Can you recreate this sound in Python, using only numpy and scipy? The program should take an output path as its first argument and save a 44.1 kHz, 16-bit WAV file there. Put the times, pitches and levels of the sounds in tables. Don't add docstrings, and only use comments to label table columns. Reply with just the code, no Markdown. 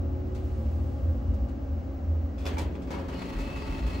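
import sys
import numpy as np
from scipy import signal
from scipy.fft import rfft, irfft
from scipy.io import wavfile

SR = 44100
rng = np.random.default_rng(int(sys.argv[2]) if len(sys.argv) > 2 else 0)


def int16_out(signal):
    q = np.round(np.clip(np.atleast_2d(signal).T, -1, 1) * 32767)
    wavfile.write(sys.argv[1], SR, q.astype(np.int16))


N = 176400
T, HZ = np.arange(N) / SR, np.maximum(np.fft.rfftfreq(N, 1 / SR), 1)


def undb(db):
    return 10 ** (np.asarray(db) / 20)


def unit_rms(x):
    return x / np.sqrt(np.mean(x ** 2))


def envelope(rows):
    return undb(np.interp(T, *np.array(rows).T))


def at_hz(rows, hz=HZ, column=1):
    rows = np.array(rows)
    return np.interp(np.log(hz), np.log(rows[:, 0]), rows[:, column])


def filtered(x, gain):
    return irfft(rfft(x) * gain, N)


def noise():
    return rng.standard_normal((2, N))


def resonate(rows, steady):
    out, size = 0, N // 50
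    offset_hz, coarse_s = np.fft.fftfreq(size, N / SR / size), np.linspace(0, N / SR, size)
    for pitch_hz, width_hz, level_db in rows:
        push = rng.standard_normal((2, 2, size))
        phasor = np.fft.ifft((push[0] + 1j * push[1]) / (1 + (offset_hz / width_hz) ** 4))
        phasor = phasor / np.abs(phasor) ** steady
        phasor = phasor * undb(level_db) / np.sqrt(np.mean(np.abs(phasor) ** 2) / 2)
        wander = np.array([np.interp(T, coarse_s, channel) for channel in phasor])
        out = out + (wander * np.exp(2j * np.pi * pitch_hz * T)).real
    return out


def walls(x, echo_db=-7, t60_s=0.1):
    echo = noise() * np.exp(-np.log(1000) * T / t60_s)
    response = rfft(echo / np.linalg.norm(echo, axis=1, keepdims=True))
    return unit_rms(filtered(x, 1 + undb(echo_db) * response * HZ / np.hypot(HZ, 800)))


def fan(air_db=-41, whine_hz=15680, whine_db=-75.5):
    # freq_hz, relative_db
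    air_spectrum = [(25, -36), (40, -10), (150, -17), (290, -16), (410, -26.5), (560, -22.5), (900, -35.5),
                    (1500, -44), (3400, -55), (7000, -61.5), (11000, -88)]
    # pitch_hz, width_hz, level_db
    hum = [(269.9, 2, -45.5), (326.5, 15, -58)]
    air = walls(filtered(noise(), undb(at_hz(air_spectrum)))) * undb(air_db)
    return air + resonate(hum, steady=0.95) + resonate([(whine_hz, 25, whine_db)], steady=0.44)


def cabin_boom():
    # pitch_hz, width_hz, relative_db
    air_modes = [(80.5, 3, -0.5)]
    floor_modes = [(65.5, 2.2, 0.5), (57.1, 2.5, -5)]
    # time_s, level_db
    air_level = [(0, -28.5), (.35, -36), (.48, -31.5), (.56, -34.5), (.72, -27.5), (.87, -29.5),
                 (.99, -40.5), (1.09, -20.5), (1.205, -40), (1.29, -25), (1.42, -37.5), (1.62, -40.5),
                 (1.74, -27), (1.88, -40), (2.02, -36), (2.11, -23), (2.28, -31), (2.36, -45),
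                 (2.45, -32.5), (2.65, -30.5), (2.83, -48), (3.05, -36.5), (3.2, -49.5), (4, -38.5)]
    floor_level = [(0, -38), (1.2, -33.5), (1.41, -29.5), (1.52, -39), (2, -39), (2.7, -36.5), (3.1, -46.5),
                   (4, -37.5)]
    air = resonate(air_modes, steady=0.92) * envelope(air_level)
    return air + resonate(floor_modes, steady=0.85) * envelope(floor_level)


def hoist(fade_db_per_s=6):
    # pitch_hz, width_hz, relative_db
    hum_modes = [(224.5, 5.3, -48), (534.2, 41, -52.5), (276.7, 57, -50), (835, 9.5, -64),
                 (1150, 75, -67.5), (2810, 230, -76)]
    whine_modes = [(371.4, 1.3, -45)]
    drone_modes = [(117.9, .7, -1)]
    # time_s, gain_db
    effort = [(0, 0.5), (1.3, 1.5), (1.6, -1.5), (2.7, -4), (4, -26)]
    drone_level = [(1.35, -42), (1.6, -50), (3, -62.5)]
    hum = resonate(hum_modes, steady=0.23) * envelope(effort)
    whine = resonate(whine_modes, steady=0.32) * undb(-fade_db_per_s * T)
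    return hum + whine + resonate(drone_modes, steady=1) * envelope(drone_level)


def guide_shoes():
    # time_s, level_db
    level = [(.2, -77), (.45, -66.5), (.85, -67), (1.6, -77)]
    spectrum = undb(at_hz([(1500, -6.5), (5000, -8.5), (15000, -19)]))
    return unit_rms(filtered(noise(), spectrum)) * envelope(level)


def bumps(rise_s=0.02, fall_s=0.089):
    # start_s, level_db, pitch_hz
    pushes = [(1.34, -41, 41.3), (2.6, -41.5, 133.4), (3.335, -30.5, 42.44), (3.66, -35, 40.1),
              (3.8, -27.5, 57.33)]
    out = 0
    for start_s, level_db, pitch_hz in pushes:
        age_s = np.maximum(T - start_s, 0)
        swell = (1 - np.exp(-age_s / rise_s)) ** 2 * np.exp(-age_s / fall_s)
        out = out + resonate([(pitch_hz, pitch_hz * 0.083, level_db)], steady=1) * swell / swell.max()
    return out


def knocks():
    # start_s, level_db, tilt_db_per_octave, t60_factor, part
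    strikes = [(.348, -50, 4, 0.97, "guide"), (1.339, -57.5, 5.5, .6, "guide"),
               (1.485, -56.5, 3.5, 0.64, "guide"), (2.381, -51, 1.5, 3.4, "latch"),
               (2.455, -36, 3, 0.22, "latch"), (2.464, -34, 2, 0.96, "latch"),
               (2.532, -51, 4, 0.85, "latch"), (2.570, -40.5, -1.5, 1.08, "hook"),
               (2.583, -36.5, 5.5, 0.57, "hook"), (2.612, -46, 6, 0.81, "hook"),
               (2.743, -55.5, -0.5, 0.82, "hook"), (2.753, -46.5, -1.5, 0.35, "latch"),
               (2.82, -55, 4.5, 0.8, "latch"), (2.874, -50.5, -0.5, 0.84, "latch"),
               (2.906, -40, 1.5, 1.2, "panel"), (2.94, -45.5, -5.5, 1.2, "panel"),
               (2.988, -48, -2, 2.3, "panel"), (3.083, -43.5, 1, .9, "panel"),
               (3.385, -45.5, 3.5, 1.7, "panel"), (3.866, -46, 2.5, 1.1, "panel")]
    # freq_hz, relative_db, t60_s
    steel = [(150, -0.5, 0.74), (460, 13.5, 0.42), (870, 4, 0.48), (2430, -5, 0.53), (4980, -9.5, 0.21),
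             (15500, -26.5, .19)]
    part_modes = {"latch": [(443.8, -2.5, 0.46), (2420, -10, 0.15), (2643, -10.5, .1), (3440, -11, 0.16),
                  (5120, -16, 0.11)], "hook": [(860, -2, 0.4), (959, -7, 0.42), (2340, -6.5, 0.18),
                  (3470, -14, .17)], "panel": [(536, -6.5, .7), (960, -5, 0.23), (1290, -8, 0.17),
                  (1712, -11.5, 0.29), (2190, -15, 0.37)], "guide": [(4960, -19, .1)]}
    crack_db, crack_s, build_s = -1.5, 0.0019, 0.0037
    chatter_db, chatter_hz, chatter_s = 0.5, 260, 0.018
    buzz_depth, buzz_hz = 0.5, 110
    size = SR // 2
    out, t = np.zeros((2, N + size)), T[:size]
    centres_hz = 125 * 2 ** (np.arange(15) / 2)
    band_t60_s = at_hz(steel, centres_hz, column=2)
    weights = undb(at_hz(steel, centres_hz)) * np.sqrt(centres_hz)
    weights = weights / np.linalg.norm(weights)
    bins_hz = np.maximum(np.fft.rfftfreq(SR, 1 / SR), 1)
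    half_octaves = np.abs(np.log2(bins_hz / centres_hz[:, None, None])) < 1 / 4
    bands = [unit_rms(band) for band in irfft(rfft(noise()[:, :SR]) * half_octaves)]
    build, crack = 1 - np.exp(-t / build_s), undb(crack_db) * np.exp(-t / crack_s)
    bounce = np.tanh(unit_rms(filtered(noise()[0], HZ < chatter_hz)))
    buzz = 1 + buzz_depth * unit_rms(filtered(noise(), HZ < buzz_hz))
    for start_s, level_db, tilt_db_per_octave, t60_factor, part in strikes:
        start, grain = int(start_s * SR), rng.integers(size)
        tilt = lambda hz: undb(tilt_db_per_octave * np.clip(np.log2(hz / 2000), -1, 2))
        fade = lambda t60_s: np.exp(-np.log(1000) * t / (t60_s * t60_factor))
        chatter = undb(chatter_db * bounce[grain:grain + size] * np.exp(-t / chatter_s))
        ring = 0
        for hz, weight, band, t60_s in zip(centres_hz, weights, bands, band_t60_s):
            wash = weight * tilt(hz) * band[:, grain:grain + size]
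            ring = ring + wash * (build * fade(t60_s) + crack) * chatter
        for hz, mode_db, t60_s in part_modes[part]:
            offset = rng.integers(N - size)
            mode = np.sin(2 * np.pi * hz * t + rng.uniform(0, 2 * np.pi, (2, 1))) * fade(t60_s)
            ring = ring + undb(mode_db) * tilt(hz) * buzz[:, offset:offset + size] * mode
        out[:, start:start + size] += undb(level_db) * ring
    return out[:, :N]


def squeaks():
    # peak_s, pitch_hz, width_hz, level_db, taper_s
    catches = [(3.226, 880, 70, -42.5, 0.0065), (3.158, 2950, 133, -54.5, 0.015),
               (3.2, 4330, 500, -59.5, .04), (3.37, 1490, 504, -53, 0.019), (3.63, 4640, 450, -58, .022),
               (3.957, 4260, 130, -55.5, 0.014)]
    out = 0
    for peak_s, pitch_hz, width_hz, level_db, taper_s in catches:
        rub = unit_rms(filtered(noise(), 1 / (1 + ((HZ - pitch_hz) / width_hz) ** 4)))
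        out = out + undb(level_db) * rub / np.cosh(np.clip((T - peak_s) / taper_s, -20, 20))
    return out


def rollers(speed, gain_db=-44):
    # freq_hz, relative_db
    track = [(150, 1), (300, -5.5), (1000, -7), (1600, -15), (2600, -12), (3600, -19), (5200, -21.5),
             (6000, -26), (15000, -38.5)]
    grit_per_s, grit_spread_db, grit_db, grit_decay_s = 250, 3.5, -6, 0.0032
    flutter_db, flutter_hz = 1.4, 30
    hits = rng.random(N) < grit_per_s / SR
    ticks = hits * undb(grit_spread_db * np.minimum(rng.exponential(size=N), 4))
    crunch = noise()[:, :SR // 20] * np.exp(-T[:SR // 20] / grit_decay_s)
    grit = signal.fftconvolve(ticks[None], crunch)[:, :N]
    rolling = walls(filtered(noise() + undb(grit_db) * unit_rms(grit), undb(at_hz(track))))
    flutter = unit_rms(filtered(noise()[0], HZ < flutter_hz))
    return rolling * undb(gain_db + flutter_db * flutter) * speed


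def door(motor_on_s=2.39, motor_rise_s=0.14):
    # pitch_hz, width_hz, relative_db
    belt_modes = [(1964, 30, -61), (4280, 310, -60), (884, 15, -54), (1284, 18, -59.5), (133.8, 54, -42.5)]
    pulley_modes = [(2600, 25, -55.5), (2656, 19, -58)]
    motor_modes = [(176.4, 3.5, -50), (549.4, 22, -53), (388.3, 60, -49), (249.6, 80, -45.5)]
    # time_s, gain_db
    speed_level = [(2.3, -58.5), (2.45, -9), (2.85, -20), (2.95, -4.5), (3.07, -12.5), (3.15, -2.5),
                   (4, -1)]
    pulley_level = [(2.9, -41), (3.25, -10.5), (3.55, 3.5), (3.63, -2.5), (3.76, 1), (3.82, -4.5),
                    (4, -1.5)]
    speed = envelope(speed_level)
    rolling = rollers(speed)
    belt = resonate(belt_modes, steady=0.28) * speed ** 2
    pulley = resonate(pulley_modes, steady=0.52) * envelope(pulley_level)
    motor = resonate(motor_modes, steady=0.24) * np.clip((T - motor_on_s) / motor_rise_s, 0, 1)
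    return rolling + belt + pulley + motor + squeaks()


def scene():
    # freq_hz, side_gain_db
    width = [(60, -33), (125, -8), (250, -12), (1000, 1), (2500, -4)]
    # freq_hz, left_minus_right_db
    balance = [(500, .5), (2200, 2), (8000, 0.4)]
    mid, side = cabin_boom() + hoist() + guide_shoes() + fan() + knocks() + bumps() + door()
    side = filtered(side, undb(at_hz(width)))
    lean_db = at_hz(balance) / 2
    return filtered(np.array([mid + side, mid - side]), undb([lean_db, -lean_db]))


def record(dry):
    # centre_hz, width_hz, depth_db
    notches = [(9100, 420, 26), (13350, 520, 28)]
    bottom_hz, top_hz = 32, 15900
    dips_db = sum(db * np.exp(-((HZ - hz) / width_hz) ** 2) for hz, width_hz, db in notches)
    low_cut = 1 / np.sqrt(1 + (bottom_hz / HZ) ** 8)
    high_cut = 1 / (1 + (HZ / top_hz) ** 400)
    return filtered(dry, low_cut * undb(-dips_db) * high_cut)


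dry = scene()
out = record(dry)
int16_out(out)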